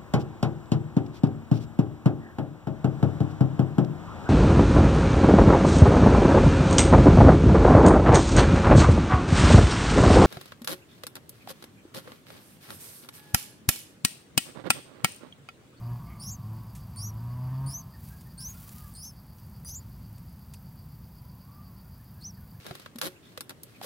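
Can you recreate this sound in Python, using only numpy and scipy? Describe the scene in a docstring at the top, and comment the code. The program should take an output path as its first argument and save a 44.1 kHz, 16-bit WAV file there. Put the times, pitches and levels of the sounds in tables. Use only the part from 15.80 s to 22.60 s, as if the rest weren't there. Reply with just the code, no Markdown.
"""In low greenery, a nestling begs with thin rising chirps and clicks of its bill. Each chirp is two
tones at once, one from each side of its voice organ, the syrinx. The parent flutters in through the
leaves and lands on a stem, with ticks of twigs and claws. Some way off, a motorbike opens its throttle
three times. Insects rasp and tick steadily and distant birds call, over a low rumble of traffic."""
import sys
import numpy as np
from scipy import signal
from scipy.fft import rfft, irfft, next_fast_len
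from scipy.io import wavfile
from scipy.ndimage import uniform_filter1d

SR = 44100
rng = np.random.default_rng(int(sys.argv[2]) if len(sys.argv) > 2 else 0)


def wav_out(sig):
    """Save sig, one row per channel (or a flat mono array), as 16-bit PCM at SR to the path in sys.argv[1]."""
    wavfile.write(sys.argv[1], SR, np.round(np.clip(np.atleast_2d(sig).T, -1, 1) * 32767).astype(np.int16))


N = 299880

# A chirp climbs hoarsely to a shelf, leaps to a crest, catches briefly, reaches a top and trails off.
# Each row: start, leap and end in seconds; the low voice's start, shelf, crest, top and end pitch in Hz;
# its drop at the catch in Hz; the high voice's gap above it before and after the leap in Hz;
# shelf, crest and top level in dB; the high voice's level against the low and its change on the crest
# in dB; overtone level in dB; extra roughness before the leap and at the catch, from 0 to 1;
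# how long before the leap the rough patch comes, in seconds.
BEGGING_CHIRPS = [(0.4, 0.459, .559, 4450, 5070, 5710, 6750, 6100, 360, 511, 762, -47, -41.5, -43, 2.5, 1, -48, 0.73, 0.5, 0.021),
                  (1.169, 1.214, 1.305, 4372, 4780, 5620, 6130, 5630, -25, 680, 718, -46.5, -41.5, -43.5, -2.5, -4, -45, 0.32, 0.03, 0.016),
                  (1.864, 1.926, 2.018, 4460, 4980, 6070, 6370, 5970, 20, 319.5, 403, -49.5, -37, -43.5, -1, -35, -46, 0.83, 0, 0.011),
                  (2.580, 2.635, 2.730, 4300, 5080, 6140, 6560, 6340, 128, 375, 334, -47, -38.5, -45, 1, -31, -46.5, 1, 0.14, 0.0175),
                  (3.151, 3.216, 3.312, 4260, 4590, 5110, 5540, 5150, -130, 551, 835, -52, -44, -46.5, 5.5, 3, -49.5, 0.64, 0.55, 0.057),
                  (3.855, 3.909, 3.994, 4845, 5010, 6160, 6780, 6980, 435, 1100, 567, -45.5, -46.5, -40.5, 6.5, -15, -48, 0.9, 0.6, 0.017),
                  (6.411, 6.433, 6.508, 4190, 4400, 5770, 6230, 5460, -230, 643, 424, -55.5, -40, -44, -11, -20, -66, 1, 0.2, 0.013)]
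# Clicks of the bill. Each row: start in seconds, level in dB.
BILL_SNAPS = [(1.161, -38), (1.885, -44), (3.139, -45.5), (3.8485, -37), (6.414, -53)]
# Ticks of twigs and claws. Each row: start in seconds, level in dB, seconds to fade by 60 dB.
TWIG_TAPS = [(.951, -50, 0.19), (2.41, -54, 0.061), (2.828, -48.5, 0.028), (2.892, -47, 0.033),
             (2.982, -48, 0.032), (3.584, -55, 0.017), (4.381, -54, 0.034), (4.737, -46, 0.056)]
# Feathers brushing leaves. Each row: start in seconds, end in seconds, level in dB.
LEAF_BRUSHES = [(2.241, 2.275, -54), (2.411, 2.45, -64), (2.63, 2.68, -58), (2.688, 2.96, -51),
                (3.07, 3.09, -55), (3.57, 3.62, -63.5)]
# Bursts of throttle. Each row: opening and closing time in seconds, engine firings a second at each
# of those times, exhaust note and rasp levels in dB as they would be at BIKE_HZ.
THROTTLE_BURSTS = [(0.054, 0.147, 117.6, 121, -33.5, -52), (0.611, 0.769, 103.9, 111.9, -34.5, -54),
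                   (1.189, 1.877, 101.3, 135.8, -34, -54)]
BIKE_HZ = 122.5
# Far calls that hold a note, then arch. Each row: start, crest and end in seconds, held pitch and
# crest pitch in Hz, level at the crest in dB.
ARCHING_CALLS = [(0.201, 0.322, .45, 1056, 1203, -56), (2.581, 2.981, 3.14, 1056, 1221, -59.5),
                 (5.381, 5.789, 5.97, 991, 1190, -61)]
# A far songbird's notes. Each row: start and length in seconds, first and last pitch in Hz, level in dB.
SONG_NOTES = [(2.131, 0.039, 1860, 1780, -59.5), (2.289, 0.08, 1580, 1680, -61.5),
              (2.45, 0.044, 1720, 1850, -63), (2.571, 0.074, 1616, 1570, -63),
              (2.734, .062, 1293, 1475, -62), (3.029, .035, 1670, 1640, -63),
              (6.038, .035, 1390, 1430, -65), (6.195, 0.023, 1730, 1790, -64),
              (6.345, .07, 1624, 1685, -69), (6.567, 0.03, 1770, 1630, -64), (6.611, .035, 1440, 1490, -65),
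              (6.742, 0.021, 1660, 1730, -65)]
# The rise and fall of the traffic. Each row: time in seconds, level in dB.
TRAFFIC_LEVELS = [(1.2, -43.5), (2.6, -45), (3.5, -47), (4.1, -44), (5.7, -47), (6.8, -46)]

# The tone colour of each sound, from bass to treble. Each row: frequency in Hz, relative level in dB.
BILL_SPECTRUM = [(800, -20), (1600, -3.5), (3000, -28), (6000, -28), (9700, 7.5), (12000, -15),
                 (16000, -37)]  # the bill snapping shut
TWIG_SPECTRUM = [(700, -32), (1800, 0.5), (3500, -1.5), (6000, 1.5), (8500, 2.5), (12000, 3), (16000, -5)]  # twigs and claws
LEAF_SPECTRUM = [(500, -5.5), (1500, -3.5), (3000, -4.5), (8000, -3), (13000, 4)]  # brushed leaves
EXHAUST_SPECTRUM = [(150, -57), (240, -21), (330, 0.5), (470, -11.5), (660, -1), (820, -2.5), (950, 5.5),
                    (1130, 3), (1350, -11.5), (1900, -11.5), (3000, -15.5), (5000, -29)]  # the motorbike's rasp
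WING_SPECTRUM = [(3900, -66), (4300, -9.5), (4650, 3.5), (5100, -5.5), (5450, -18), (7000, -39)]  # the rasping insect's wing
TRILL_SPECTRUM = [(7500, -41), (9500, -9), (10200, -29), (10700, -13), (11050, -13), (11500, -0.5),
                  (12400, -8), (15000, -12.5)]  # the ticking insect
TRAFFIC_SPECTRUM = [(25, -38), (38, -15), (52, 1), (85, 1.5), (125, 2), (195, -2.5), (290, -19.5),
                    (480, -43)]  # low traffic rumble
AIR_SPECTRUM = [(250, 6.5), (420, 0), (650, 0), (930, 3.5), (1300, -3), (2000, -10.5), (3800, -19),
                (6000, -18), (8000, -41)]  # open air
HISS_SPECTRUM = [(8000, -53), (11000, -12.5), (13300, -14), (14300, -3.5), (16000, -9)]  # fine high hiss
SQUAWK_SPECTRUM = [(1500, -18), (2200, 2), (2650, -15), (3050, -10), (4000, -38)]  # a hoarse far note


def nestling():
    """The nestling's begging chirps, lightly scattered by the leaves."""
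    out = np.zeros(N)
    for row in BEGGING_CHIRPS:
        add(out, *chirp(row))
    return echoes(out, t60=.12, wet_db=-27)


def chirp(row, flutter_hz=140, flutter_rate=1400, waver_hz=12, shimmer_db=3.0,
          sum_db=-3, high_octave_db=-4, third_db=-14, rasp_db=-10, tug_db=-16):
    """Two membranes sing side by side and beat together; pressed hard, they flutter wildly."""
    i, gate = span(row[0], row[2], fade_s=0.0058)
    t = TIME[i]
    low_hz, high_hz, low_db, high_db, overtone_db, rough = chirp_shape(t, row)
    # complex tones: multiplying two of them adds their pitches, and .imag gives the sound wave
    low, high = (np.exp(1j * turn(hz + flutter_hz * rough * walk(flutter_rate, t)
                                  + waver_hz * walk(236, t))) for hz in (low_hz, high_hz))
    voices = sum(undb(db + shimmer_db * rough * walk(flutter_rate, t)) * voice
                 for db, voice in ((low_db, low), (high_db, high)))
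    # the shared airflow bends the wave, adding each voice's octave and a tone at their summed pitch
    high_share = 1 / (1 + undb(low_db - high_db))
    weights = [1 - high_share, high_share * undb(sum_db) / 2, high_share ** 2 * undb(high_octave_db)]
    overtone = weights[0] * low ** 2 + weights[1] * low * high + weights[2] * high ** 2
    overtone /= np.linalg.norm(weights, axis=0)
    # a third harmonic shows only while the pitch passes 5000 Hz
    third = undb(third_db) * np.exp(-((low_hz - 5000) / 350) ** 2)
    overtone *= undb(overtone_db) * (1 + third * low)
    # each membrane tugs the other at the beat rate, and swirling air frays the tone
    tug = undb(tug_db) * high_share * (high / low).real
    fray = undb(rasp_db) * rough * (walk(6000, t) + 1j * walk(6000, t))
    wave = voices * (1 + tug + fray / 2) + overtone * (1 + 2 * tug + fray)
    return t[0], np.sqrt(2) * gate * wave.imag


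def chirp_shape(t, row, leap_s=.021, catch_s=.036, fall_s=.028, glide_s=.0051, shelf_rise_hz=109,
                join_s=.024, quit_s=.04, alone_db=-15, throat_hz=9800, hoarse_s=.017):
    """The pitch, level and roughness of the two voices through one chirp."""
    start, leap, end, start_hz, shelf_hz, crest_hz, top_hz, end_hz, drop_hz = row[:9]
    shelf_gap_hz, top_gap_hz, shelf_db, crest_db, top_db, high_db, hush_db, overtone_db = row[9:17]
    shelf_rough, catch_rough, lead_s = row[17:]
    shelf, crest, catch = start + .55 * (leap - start), leap + leap_s, leap + catch_s
    top, dip_hz = max(end - fall_s, catch), crest_hz - drop_hz
    hz, effort_db = curves([(start, start_hz, shelf_db - 6),
                            (shelf, shelf_hz - shelf_rise_hz / 2, shelf_db),
                            (leap, shelf_hz + shelf_rise_hz / 2, shelf_db),
                            (crest, crest_hz, crest_db),
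                            (catch, dip_hz, crest_db),
                            ((catch + top) / 2, dip_hz + .61 * (top_hz - dip_hz), top_db),
                            (top, top_hz, top_db),
                            (end, end_hz, top_db - 10)], t)
    hz = uniform_filter1d(hz, int(glide_s * SR), mode="nearest")
    gap_hz = np.interp(t, [leap, crest], [shelf_gap_hz, top_gap_hz])
    # the voices share one airflow; the high one joins late and quits early
    absent_db = np.interp(t, [start, start + join_s, end - quit_s, end], [alone_db, 0, 0, alone_db])
    balance_db = high_db + absent_db + hush_db * bump(t, (crest + catch) / 2, catch_s / 2)
    low_db = effort_db - 10 * np.log10(1 + undb(balance_db) ** 2)
    # the overtone fades after the catch, and away from the pitch at which the throat resonates
    dull_db = -165 * np.maximum(t - catch, 0) - .0015 * abs(2 * hz - throat_hz)
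    rough = .19 + shelf_rough * bump(t, leap - lead_s, hoarse_s)
    rough += catch_rough * bump(t, catch, hoarse_s / 2)
    return hz, hz + gap_hz, low_db, low_db + balance_db, overtone_db + dull_db, np.clip(rough, 0, 1)


def bill_and_twigs(bill_t60=0.015):
    """The bill clicks, and twigs and claws tick."""
    out = np.zeros(N)
    for start, db in BILL_SNAPS:
        add(out, start, tick(BILL_SPECTRUM, db, bill_t60))
    for start, db, t60 in TWIG_TAPS:
        add(out, start, tick(TWIG_SPECTRUM, db, t60))
    return out


def tick(spectrum, db, t60):
    """A small dry contact: a burst of noise that fades by 60 dB in t60 seconds."""
    t = TIME[:SR // 4]
    return colour(noise(len(t)), spectrum) * undb(db - 60 * t / t60)


def squeak(start=4.737, length_s=0.0146):
    """A tiny falling squeak while the parent offers a berry."""
    out = np.zeros(N)
    add(out, start, whistle(length_s, from_hz=3600, to_hz=2100, db=-56, waver=.036, waver_rate=1350))
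    return out


def parent_wings(grain_db=3.0, wingbeat_hz=22, beat_db=2, patchy_db=2.0, attack_s=0.05, release_s=0.16):
    """The parent's wingbeats brush the leaves: dense tiny cracks that come in surges."""
    brushes = [undb(db) * held(start, end, attack_s, release_s) for start, end, db in LEAF_BRUSHES]
    crack_db = grain_db * np.minimum(rng.exponential(size=N), 7)
    cracks = colour(noise() * undb(crack_db), LEAF_SPECTRUM)
    wingbeats = np.sin(turn(wingbeat_hz + 2 * walk(4.4)))
    return cracks * np.max(brushes, axis=0) * undb(beat_db * wingbeats + patchy_db * np.tanh(walk(90)))


def motorbike(uneven_db=-23, octave_db=-21, gas_db=-4):
    """A far engine booms at its firing rate and rasps near 1000 Hz; alternate strokes differ a little."""
    hz, note_db, rasp_db = revs()
    phase = turn(hz * (1 + .004 * walk(30)))
    uneven = undb(uneven_db) * np.sin(3 / 2 * phase)
    note = np.sqrt(2) * (np.sin(phase) + uneven + undb(octave_db) * np.sin(2 * phase))
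    # the overtones arrive by many paths, so each drifts in phase and level
    overtones = sum(np.sin(k * phase + 2 * walk(8)) * undb(3 * walk(20)) for k in range(2, 15))
    gas_puffs = noise() * (1 + np.cos(phase))
    rasp = unit(colour(overtones, EXHAUST_SPECTRUM) + undb(gas_db) * colour(gas_puffs, EXHAUST_SPECTRUM))
    return note * undb(note_db + walk(20) / 2) + echoes(rasp * undb(rasp_db), t60=.3, wet_db=-12)


def revs(attack_s=0.069, release_s=0.055, sag_hz_per_s=32, away_db_per_s=-31):
    """The engine speeds up while the throttle is open; after the last burst it slows and fades."""
    points, throttle = [], 0
    for opens, closes, from_hz, to_hz, *levels in THROTTLE_BURSTS:
        halfway_hz = from_hz + .62 * (to_hz - from_hz)
        points += [(opens, from_hz, *levels), ((opens + closes) / 2, halfway_hz, *levels),
                   (closes, to_hz, *levels)]
        throttle = np.maximum(throttle, held(opens, closes, attack_s, release_s))
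    hz, note_db, rasp_db = curves(points, TIME)
    coasting_s = np.maximum(TIME - THROTTLE_BURSTS[-1][1], 0)
    hz = np.maximum(hz - sag_hz_per_s * coasting_s, BIKE_HZ / 2)
    # louder as the engine speeds up, quieter with the throttle shut
    note_db += .21 * (hz - BIKE_HZ) - 13.5 * (1 - throttle)
    rasp_db += .2653 * (hz - BIKE_HZ) - 4.5 * (1 - throttle)
    away_db = away_db_per_s * coasting_s
    return hz, note_db + away_db, rasp_db + away_db


def far_birds(waver=0.0223, arch_s=0.14, held_db=-6.5, flicker_db=3.5):
    """Long arching calls and short husky whistles, blurred by the trees."""
    out = np.zeros(N)
    for start, crest, end, held_hz, crest_hz, db in ARCHING_CALLS:
        i, gate = span(start, end, fade_s=.03)
        t = TIME[i]
        arch = bump(t, crest, arch_s)
        hz = (held_hz + (crest_hz - held_hz) * arch) * (1 + waver * walk(117.1, t))
        out[i] += gate * undb(db + held_db * (1 - arch) + flicker_db * walk(31.6, t)) * np.sin(turn(hz))
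    for start, *note in SONG_NOTES:
        add(out, start, whistle(*note, waver, waver_rate=320))
    return echoes(out, t60=.3, wet_db=-6)


def whistle(length_s, from_hz, to_hz, db, waver, waver_rate):
    """One short sliding note, made husky by a quick wobble in its pitch."""
    t = TIME[:int(length_s * SR)]
    hz = np.linspace(from_hz, to_hz, len(t)) * (1 + waver * walk(waver_rate, t))
    return undb(db) * signal.windows.tukey(len(t)) * np.sin(turn(hz))


def far_squawk(peak_s=0.31, width_s=0.025, db=-60):
    """One short hoarse note from far off."""
    swell = np.exp(-((TIME - peak_s) / width_s) ** 2 / 2)
    return echoes(colour(noise(), SQUAWK_SPECTRUM) * undb(db) * swell, t60=.3, wet_db=-6)


def rasping_insect(rate_hz=8.05, tires_s=5.95, tired_hz=7, rasp_s=.115, rasp_db=-67, between_db=-74):
    """Soft, regular rasps ring through an insect's wing, slowing near the end."""
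    strokes, centre_s = np.zeros(N), .03
    while centre_s < TIME[-1]:
        add(strokes, centre_s - rasp_s / 2, np.hanning(int(rasp_s * SR)) * undb(rng.standard_normal()))
        centre_s += 1 / (rate_hz if centre_s < tires_s else tired_hz)
    return colour(noise(), WING_SPECTRUM) * np.hypot(undb(rasp_db) * strokes, undb(between_db))


def ticking_insect(rate_hz=30, tick_s=0.0028, scatter_db=-1.5, ring=0.26, db=-67):
    """A second insect ticks very high and fast, each tick a short scrape."""
    cycles = turn(rate_hz + .15 * walk(1.0)) / (2 * np.pi)
    strokes = np.exp(-(cycles % 1) / rate_hz / tick_s) * undb(scatter_db * walk(rate_hz))
    return unit(colour(noise(), TRILL_SPECTRUM) * (strokes + ring)) * undb(db)


def traffic_and_air(air_db=-60.5, hiss_db=-66, swell_db=4):
    """Low traffic rumble, open air and a fine high hiss that slowly swells."""
    rumble_db, = curves(TRAFFIC_LEVELS, TIME)
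    rumble = colour(noise(), TRAFFIC_SPECTRUM) * undb(rumble_db)
    air = colour(noise(), AIR_SPECTRUM) * undb(air_db + walk(1.7) / 2)
    hiss = colour(noise(), HISS_SPECTRUM) * undb(hiss_db + swell_db * TIME / TIME[-1] + 0.31 * walk(40))
    return rumble + air + hiss


def echoes(x, t60, wet_db):
    """Leaves and trunks scatter a sound into a soft tail that fades by 60 dB in t60 seconds."""
    t = TIME[:SR]
    tail = noise(SR) * undb(-60 * t / t60) * (1 - np.exp(-t / .008))
    return x + undb(wet_db) * signal.fftconvolve(x, tail / np.linalg.norm(tail))[:N]


def undb(db):
    """Turn decibels into a number to multiply by."""
    return 10 ** (np.asarray(db) / 20)


def unit(x):
    """Scale a sound to an average power of 1."""
    return x / np.sqrt(np.mean(x ** 2) + 1e-20)


def curves(table, t):
    """Join a table's values with straight lines; its first column is the time."""
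    times, *columns = np.transpose(table)
    return [np.interp(t, times, column) for column in columns]


def colour(x, spectrum):
    """Give a sound a tone colour, at an average power of 1."""
    hz, db = np.transpose(spectrum)
    size = next_fast_len(len(x))
    bin_hz = np.maximum(np.fft.rfftfreq(size, 1 / SR), 1)
    gain = undb(np.interp(np.log(bin_hz), np.log(hz), db))
    return unit(irfft(rfft(x, size) * gain, size)[:len(x)])


def noise(size=N):
    """White noise, an even hiss."""
    return rng.standard_normal(size)


TIME = np.arange(N) / SR  # each sample's time in seconds


def walk(rate, t=TIME):
    """A random wobble of about size 1, with `rate` new values a second."""
    steps = (t - t[0]) * rate
    return np.sqrt(3 / 2) * np.interp(steps, np.arange(2 ** 12), noise(2 ** 12), period=2 ** 12)


def turn(hz):
    """The phase of a changing pitch: how far its wave has turned, in radians."""
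    return 2 * np.pi * np.cumsum(hz) / SR


def span(start, end, fade_s):
    """The samples a sound covers, and a gate that fades it just outside its ends."""
    i = np.arange(max(int((start - fade_s) * SR), 0), min(int((end + fade_s) * SR), N))
    return i, np.clip(np.minimum(TIME[i] - start, end - TIME[i]) / fade_s + 1, 0, 1) ** 2


def bump(t, centre_s, width_s):
    """A smooth swell of height 1."""
    return np.exp(-((t - centre_s) / width_s) ** 2)


def held(start, end, attack_s, release_s):
    """A level that rises to 1 at the start, holds, and dies away after the end."""
    return np.exp(np.minimum(TIME - start, 0) / attack_s - np.maximum(TIME - end, 0) / release_s)


def add(out, start, x):
    """Mix a sound in, `start` seconds from the beginning."""
    i = max(int(start * SR), 0)
    out[i:i + len(x)] += x[:max(N - i, 0)]


def scene():
    """Everything is heard from one spot by the nest, the same in both channels."""
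    mono = nestling() + bill_and_twigs() + squeak() + parent_wings()
    mono += motorbike() + far_birds() + far_squawk()
    mono += rasping_insect() + ticking_insect() + traffic_and_air()
    return np.array([mono, mono])


def record(dry, top_hz=15850):
    """A steep filter cuts away the highest treble."""
    return signal.sosfilt(signal.ellip(10, .2, 70, top_hz, fs=SR, output="sos"), dry)


dry = scene()
out = record(dry)
wav_out(out)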